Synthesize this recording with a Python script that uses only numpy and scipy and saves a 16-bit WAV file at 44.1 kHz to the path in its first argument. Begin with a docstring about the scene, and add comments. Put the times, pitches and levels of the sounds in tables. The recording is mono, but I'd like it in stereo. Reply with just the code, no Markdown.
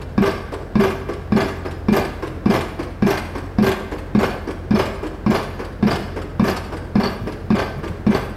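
"""A hydraulic drop hammer drives a concrete pile on an open gravel site, about twice a second.
Each blow is a deep thud and a second landing; the steel casing then slams, booms and grinds in its
guides, chains chink, and the lift lets the ram go again with a clack. The rig's diesel drones
underneath, a block of flats throws the noise back, and wind puffs on the microphone near the end."""
import sys
import numpy as np
from scipy import signal
from scipy.fft import rfft, irfft, next_fast_len
from scipy.io import wavfile
from scipy.ndimage import map_coordinates

SR = 44100
rng = np.random.default_rng(int(sys.argv[2]) if len(sys.argv) > 2 else 0)


def file_out(sig):
    """Save sig as 16-bit WAV at sys.argv[1]."""
    # one column per channel
    cols = np.atleast_2d(sig).T
    # limit, then scale
    lim = np.clip(cols, -1, 1)
    pcm = np.round(lim * 32767).astype(np.int16)
    wavfile.write(sys.argv[1], SR, pcm)


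N = 368676
TOP_HZ = 15827
FALL_S = .2355  # release to impact

# ram blows: t/s, hop to second landing/s, clatter brightness/dB, grinding/dB, chink/dB
RAM_BLOWS = [(0.1791, 0.026, 0.5, -48, -30), (0.7552, 0.033, -1, -44.5, -27), (1.3221, 0.028, 0, -52, -26),
             (1.8854, 0.029, 1.5, -40, -26), (2.4586, .0313, -0.5, -42, -21.5),
             (3.0237, .0258, 1.5, -40, -18.5), (3.5854, .0235, 0, -40, -19.5),
             (4.15, .0243, -0.5, -46, -36), (4.7088, 0.028, 0.5, -49, -26), (5.264, 0.028, 2, -47, -29),
             (5.8272, 0.025, 1, -55, -23), (6.3968, 0.026, -0.5, -41, -19), (6.9553, 0.025, -1, -60, -34),
             (7.5046, .0232, -1, -60, -32), (8.0667, .0239, 0, -55, -31)]
# two casing slams per blow: delay/s, level/dB, brightness/dB, rise/s, t60/s
CASING_SLAMS = [(.042, -14, -1.9, .013, .2), (.079, -15, 1.3, .006, .25)]


def amp(db):
    """Decibels to gain."""
    return 10 ** (np.asarray(db) / 20)


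def unit(x):
    """Scale to rms 1."""
    return x / np.sqrt(np.mean(x ** 2) + 1e-20)


def along(points, hz):
    """Interpolate (f/Hz, value) points over log frequency."""
    f, v = np.transpose(points)
    return np.interp(np.log(hz + 1), np.log(f + 1), v)


def clock(length_s):
    """Sample times."""
    return np.arange(int(length_s * SR)) / SR


def fade(t, t60_s):
    """Exponential decay, 60 dB in t60_s."""
    return np.exp(-np.log(1000) * t / t60_s)


def onset(t, rise_s):
    """Exponential rise to 1."""
    return 1 - np.exp(-t / rise_s)


def add(track, at_s, sound):
    """Mix sound into track; at_s may be negative."""
    start = round(at_s * SR)
    sound = sound[..., max(-start, 0):]
    part = track[..., max(start, 0):][..., :sound.shape[-1]]
    part += sound[..., :part.shape[-1]]


def wobble(rate_hz):
    """Smooth random curve."""
    knots = rng.standard_normal(int(N * rate_hz / SR) + 4)
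    return map_coordinates(knots, [np.arange(N) * rate_hz / SR])


def filtered(x, response):
    """Apply response(f/Hz) by FFT."""
    size = next_fast_len(x.shape[-1] + 8192)
    return irfft(rfft(x, size) * response(np.fft.rfftfreq(size, 1 / SR)), size)[..., :x.shape[-1]]


def shaped(x, spectrum):
    """Zero-phase filter from (f/Hz, gain/dB) points."""
    return filtered(x, lambda hz: amp(along(spectrum, hz)))


def through(x, response):
    """Convolve a pair of tracks with an impulse response."""
    return signal.fftconvolve(x, np.atleast_2d(response), axes=1)[:, :N]


def body(spectrum, size=4096):
    """Minimum-phase impulse response, energy 1."""
    cepstrum = irfft(np.log(amp(along(spectrum, np.fft.rfftfreq(size, 1 / SR)))))
    cepstrum[1:size // 2] *= 2
    cepstrum[size // 2 + 1:] = 0
    response = irfft(np.exp(rfft(cepstrum)))
    return response / np.linalg.norm(response)


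def hiss(spectrum):
    """Mid/side noise, rms 1."""
    return unit(shaped(rng.standard_normal((2, N)), spectrum))


def rattle(t, t60_s, rise_s, spiky_db):
    """Mid/side force of many small, uneven contacts, dying away."""
    sizes = amp(spiky_db * np.interp(t, np.arange(len(t)) / 700, rng.standard_normal(len(t))))
    return unit(sizes * rng.standard_normal((2, len(t)))) * fade(t, t60_s) * onset(t, rise_s)


def jingle(t, spread_s, t60_s, lowest_hz, count):
    """Mid/side ring of loose parts: one brief note each, later ones weaker."""
    wait, pitch, pan = rng.random((3, count, 1))
    age_s = np.maximum(t + spread_s * np.log(1 - wait), 0)
    hz = lowest_hz + pitch * (TOP_HZ - lowest_hz)
    notes = np.sin(2 * np.pi * hz * age_s) * fade(age_s, t60_s) * (1 - wait) ** .5
    mid = notes.sum(0)
    side = (notes * np.cos(2 * np.pi * pan)).sum(0) * np.sqrt(2)
    return np.array([mid, side]) / np.sqrt(np.sum(mid ** 2) / (SR * spread_s))


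def slams(hits, t60_s, rise_s, spiky_db, treble_db, jingle_db, scatter_db=.5):
    """Rattle plus shaken loose parts for each hit (t/s, level/dB, brightness/dB)."""
    force, t = np.zeros((2, N)), clock(.22)
    for at_s, db, bright_db in hits:
        notes = jingle(t, spread_s=.035, t60_s=.04, lowest_hz=4200, count=40)
        hit = rattle(t, t60_s, rise_s, spiky_db) + amp(jingle_db) * notes
        hit = shaped(hit, [(2200, 0), (4200, bright_db + treble_db)])
        add(force, at_s - rise_s / 4, amp(db + rng.normal(0, scatter_db)) * hit)
    return force


def diesel(firing_hz=43.63):
    """Low engine orders, the higher the less steady, over exhaust rumble and site wash."""
    orders = [(1, -35), (2, -32), (3, -42.5)]  # engine orders: multiple of firing rate, level/dB
    exhaust = [(20, -48), (33, -30), (43, -22), (55, 3.5), (70, -3), (88, -6.5), (105, -17), (128, -7.5),
               (180, -11), (300, -53.5)]  # exhaust spectrum: f/Hz, level/dB
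    site = [(25, -40), (40, -13), (110, -6.5), (180, -3.5), (300, -6), (450, -6.5), (800, -15),
            (1150, -21.5), (1350, -19.5), (1600, -19.5), (2400, -31), (4800, -39.5), (7000, -48),
            (12500, -65), (16000, -76)]  # ambient spectrum: f/Hz, level/dB
    phase = 2 * np.pi * np.cumsum(firing_hz * (1 + .014 * wobble(5))) / SR
    drone = sum(amp(db + .9 * k * wobble(4)) * np.sin(k * phase + rng.uniform(0, 2 * np.pi))
                for k, db in orders)
    wash = amp(-36.5 + .3 * wobble(5.5)) * hiss(site)
    return drone * np.array([[1], [0]]) + amp(-37.5) * hiss(exhaust) + wash


def lift():
    """The lift lets go of the ram at the top of each stroke: a hollow clack."""
    latch = [(100, -23), (240, -6), (315, 4), (355, 2), (400, 1), (520, -4.5), (780, -12.5), (1130, -10),
             (1350, -20), (1600, -14.5), (1880, -21.5), (2200, -21.5), (4000, -28), (5100, -26.5),
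             (6500, -36), (12500, -43), (16000, -51)]  # latch spectrum: f/Hz, level/dB
    releases = [(at_s - FALL_S, -23, -1) for at_s, *_ in RAM_BLOWS]
    force = slams(releases, t60_s=.22, rise_s=.00604, spiky_db=1, treble_db=-6.5, jingle_db=-7.5)
    return amp(4.5) * through(force, body(latch))


def chinks(swing_s=.149, slack_s=.047, slack_db=-30, scatter_s=.013):
    """Chains chink as they swing back after a blow and go slack after a release."""
    # chain spectrum: f/Hz, level/dB
    chain = [(200, -12), (1000, 11.5), (3000, 2.5), (4800, -7), (6500, -16), (8000, -11.5),
             (10000, -17), (12500, -18.5), (16000, -55)]
    force, t = np.zeros((2, N)), clock(.15)
    for at_s, *_, chink_db in RAM_BLOWS:
        for delay_s, db in [(swing_s, chink_db), (slack_s - FALL_S, slack_db)]:
            notes = amp(-6) * jingle(t, spread_s=.012, t60_s=.04, lowest_hz=4200, count=30)
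            start_s = at_s + delay_s + rng.normal(0, scatter_s)
            contacts = rattle(t, t60_s=.08, rise_s=.003, spiky_db=2)
            add(force, start_s, amp(db) * (notes + contacts))
    return through(force, body(chain))


def thuds(landing_hz=208, landing_db=8, side_db=-21):
    """The ram rings the pile, hops on its cushion and lands again with a softer onset."""
    pile_modes = [(132.2, -0.13, 0.28), (206.3, -0.8, 0.084), (257, 0.68, 0.014), (372, -0.49, 0.014)]  # pile and driving cap: f/Hz, signed gain, t60/s
    track, t = np.zeros(N), clock(.4)
    ring = sum(gain * np.sin(2 * np.pi * hz * t) * fade(t, t60_s) for hz, gain, t60_s in pile_modes)
    strike = ring * onset(t, .00085)
    landing = -np.sin(2 * np.pi * landing_hz * t) * fade(t, .06) * onset(t, .0075) ** 2
    for at_s, hop_s, *_ in RAM_BLOWS:
        add(track, at_s, strike)
        add(track, at_s + hop_s, amp(landing_db) * landing)
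    return np.array([track, -amp(side_db) * track])


def cracks(snap_db=-18, crunch_db=-20, landing_db=-25, cap_db=-1, detune=.0036):
    """Hard edge of a blow: snap, crunch and cap ring; the second landing crunches again."""
    cap_modes = [(734, -31.5, 0.42), (998, -24.5, 0.039), (1110, -17, 0.033), (1650, -35.5, 0.15),
                 (2140, -44, 0.2), (2356, -38, 0.73), (2600, -40, 0.066), (3610, -38, 0.076),
                 (4300, -43, 0.08), (5020, -36, 0.03), (5520, -37.5, 0.022)]  # steel cap on the pile head: f/Hz, level/dB, t60/s
    impact = [(120, -23), (330, 11), (600, -5.5), (800, -5), (1100, -8), (1350, -15.5), (1650, -7),
              (1900, -19.5), (2400, -12), (3100, -26), (5200, -25.5), (6500, -40), (13000, -46.5),
              (16000, -66)]  # impact spectrum: f/Hz, level/dB
    force, ring, t = np.zeros((2, N)), np.zeros((2, N)), clock(.2)
    for at_s, hop_s, *_ in RAM_BLOWS:
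        snap = np.diff(rattle(t, t60_s=.02, rise_s=.0002, spiky_db=1))
        crunch = rattle(t, t60_s=.25, rise_s=.00054, spiky_db=1)
        landing = rattle(t, t60_s=.066, rise_s=.0025, spiky_db=6)
        add(force, at_s - .0022, amp(snap_db) * snap)
        add(force, at_s - .001, amp(crunch_db) * crunch)
        add(force, at_s + hop_s - .008, amp(landing_db) * landing)
        notes = 0
        for hz, db, t60_s in cap_modes:
            envelope = amp(db + rng.normal(0, 2.6, (2, 1))) * fade(t, t60_s)
            cycles = hz * rng.normal(1, detune) * t + rng.random((2, 1))
            notes += envelope * np.sin(2 * np.pi * cycles)
        add(ring, at_s - .001, amp(cap_db) * notes * onset(t, .0005))
    return through(force, body(impact)) + ring


def boom(mode_hz=391, start_db=-8, t60_s=.23, rise_s=.013, delay_s=.039, settle_db_per_s=1.1):
    """The first slam excites the casing's main mode, less as the pile sinks."""
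    track, t = np.zeros(N), clock(.3)
    for at_s, *_ in RAM_BLOWS:
        tone = np.sin(2 * np.pi * (mode_hz * rng.normal(1, .012) * t + rng.random()))
        gain = amp(start_db - settle_db_per_s * at_s)
        add(track, at_s + delay_s, gain * tone * fade(t, t60_s) * onset(t, rise_s))
    return track


def clatter(ring_db=-10, settle_db_per_s=.24):
    """The casing slams twice in its guides and rings, softer as the pile sinks."""
    casing_modes = [(320, -44, .06), (383.8, 2, 0.12), (641, -8.5, 0.086), (740, -42, 0.29),
                    (1178, 4.5, 0.024), (1556, -3, 0.033), (1721, 3, 0.024), (2096, 6, 0.02),
                    (2370, -11.5, .16), (2414, 1.5, 0.032), (2800, 1.5, 0.021), (3035, -2.5, 0.044),
                    (3380, 3.5, 0.02), (4660, -26, .05), (5300, -16, 0.071), (7000, -4, .06),
                    (11800, 7, .06), (13080, -6, .14)]  # steel casing: f/Hz, level/dB, t60/s
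    steel = [(30, -36.5), (80, 5), (200, 1.5), (450, 4), (800, 0.5), (1150, -4.5), (1350, -8.5),
             (1600, -5.5), (1880, -13.5), (2200, -12.5), (3800, -17.5), (4900, -20.5), (6500, -30.5),
             (9500, -35.5), (12500, -35), (16000, -47)]  # broad casing spectrum: f/Hz, level/dB
    force, t = np.zeros((2, N)), clock(.4)
    for delay_s, db, edge_db, rise_s, t60_s in CASING_SLAMS:
        hits = [(at_s + delay_s, db - settle_db_per_s * (at_s - N / SR / 2), bright_db + edge_db)
                for at_s, _, bright_db, *_ in RAM_BLOWS]
        force += slams(hits, t60_s, rise_s, spiky_db=1.8, treble_db=-3, jingle_db=-5)
    modes = sum(amp(db) * np.cos(2 * np.pi * hz * t) * fade(t, t60_s) / np.sqrt(t60_s)
                for hz, db, t60_s in casing_modes)
    ringing = through(force, amp(ring_db) * modes / np.linalg.norm(modes))
    return through(force + ringing, body(steel))


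def scrapes(delay_s=.086, half_length_s=.037, grit_db=3):
    """Dry steel grinds on steel: a gritty sizzle that sets in faster than it dies."""
    grit = [(2500, -30), (5000, 5.5), (7000, -1.5), (9500, -6.5), (12000, 1.5), (12850, -8), (13080, 9),
            (13230, -1), (13360, 5), (13600, -8), (14800, -17), (16000, -30)]  # grinding spectrum: f/Hz, level/dB
    from_peak = (clock(.3) - delay_s) / half_length_s
    stroke = np.exp(-.5 * np.abs(from_peak) ** np.where(from_peak < 0, 4, 2))
    envelope = np.zeros(N)
    for at_s, _, _, grind_db, _ in RAM_BLOWS:
        add(envelope, at_s, amp(grind_db) * stroke)
    return envelope * unit(hiss(grit) * amp(grit_db * wobble(300)))


def squeaks(squeal_hz=13080, squeal_t60_s=.16, trim_db=-1):
    """Narrow, rough tones: the guides squeak when they bind and squeal from each second slam."""
    binds = [(1.404, 4600, -26, 0.065), (1.961, 13230, -30, .12), (5.908, 4580, -23.5, 0.051),
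             (6.48, 4500, -28, .07), (6.512, 4700, -28, .06), (7.033, 4550, -26, 0.055),
             (7.055, 4430, -25.5, .06), (7.072, 4560, -25, .06)]  # binding guides: t/s, f/Hz, level/dB, t60/s
    second_slam_s = CASING_SLAMS[1][0]
    squeals = [(at_s + second_slam_s, squeal_hz, grind_db, squeal_t60_s)
               for at_s, _, _, grind_db, _ in RAM_BLOWS]
    track, t = np.zeros((2, N)), clock(.4)
    for at_s, pitch_hz, db, t60_s in binds + squeals:
        half_width_hz = 11 / t60_s
        noise = rng.standard_normal((2, len(t)))
        tone = unit(filtered(noise, lambda hz: 1 / (1 + ((hz - pitch_hz) / half_width_hz) ** 2)))
        add(track, at_s, amp(db + trim_db) * tone * fade(t, t60_s) * onset(t, .00082))
    return track


def tinkles(gain_db=-53, delay_s=.13):
    """Shaken shackles and cables tinkle on faintly after each blow."""
    track, t = np.zeros((2, N)), clock(.45)
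    for at_s, *_ in RAM_BLOWS:
        notes = jingle(t, spread_s=.11, t60_s=.09, lowest_hz=6000, count=14)
        add(track, at_s + delay_s, amp(gain_db) * notes)
    return shaped(track, [(13300, -4.5), (15500, -18)])


def wind(sigma_s=.015, side_db=-3):
    """Short low puffs, partly different on the two microphone ports."""
    puffs = [(7.228, -25), (7.274, -26), (7.345, -32), (7.463, -32), (7.784, -26.5), (7.91, -28),
             (8.007, -32)]  # wind puffs: t/s, level/dB
    buffet = [(20, -45), (50, -16), (110, -4.5), (200, -15), (400, -24), (1200, -62)]  # buffeting spectrum: f/Hz, level/dB
    t = np.arange(N) / SR
    envelope = sum(amp(db) * np.exp(-.5 * ((t - at_s) / sigma_s) ** 2) for at_s, db in puffs)
    mid, side = hiss(buffet) * envelope
    return mid + amp(side_db) * np.array([side, -side])


def yard(x, tail_db=-7, tail_rise_s=.0067, wall_db=-13, wall_delay_s=.072):
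    """Smeared echo off the flats and a long site tail; moving air changes both every 1/3 s."""
    decay = [(100, 0.95), (400, 0.79), (1500, 1.11), (5000, 0.82), (13000, 0.87)]  # site reverberation: f/Hz, t60/s
    echoes, block = np.zeros((2, N)), SR // 3
    for start in range(0, N, block):
        hz, t, bands = signal.stft(rng.standard_normal((2, SR)), SR, nperseg=256)
        bands = bands * fade(t, along(decay, hz)[:, None]) * onset(t, tail_rise_s)
        _, tail = signal.istft(bands, SR, nperseg=256)
        response = amp(tail_db) * tail / np.linalg.norm(tail[0])
        wall = rattle(clock(.1), t60_s=.07, rise_s=.003, spiky_db=4)
        add(response, wall_delay_s, amp(wall_db) * wall / np.linalg.norm(wall[0]))
        add(echoes, start / SR, through(x[:, start:start + block], response))
    return echoes


def ports(mid, side, near_db=-9, left_lead_s=11e-6):
    """Mid/side to left/right: close reflections widen the treble; the left port hears the rig first."""
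    close = rng.standard_normal(round(.004 * SR))
    scatter = amp(near_db) * signal.fftconvolve(mid, close / np.linalg.norm(close))[:N]
    side = side + shaped(scatter, [(200, -25), (600, -20), (1500, .5), (5000, 4.5), (12000, -19)])
    advance_s = left_lead_s / 2 * np.array([[1], [-1]])
    return filtered(np.array([mid + side, mid - side]), lambda hz: np.exp(2j * np.pi * hz * advance_s))


def scene():
    """Rig and echoes mix as mid/side; wind blows straight on the ports."""
    width = [(60, -14), (130, -14), (290, -15), (640, -12), (1400, -9), (3100, -9), (7000, -8), (13000, -9)]  # side channel gain: f/Hz, level/dB
    steel = cracks() + clatter() + lift() + chinks()
    thud_mid, thud_side = thuds()
    friction = squeaks() + scrapes()
    direct = steel + friction + tinkles()
    echoes = yard(steel + amp(-11) * friction + amp(-6) * thud_mid)
    mid, side = direct + echoes + diesel()
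    return ports(mid + thud_mid + boom(), shaped(side, width) + thud_side) + wind()


def record(dry):
    """Brick-wall low-pass at TOP_HZ."""
    return filtered(dry, lambda hz: hz < TOP_HZ)


dry = scene()
out = record(dry)
file_out(out)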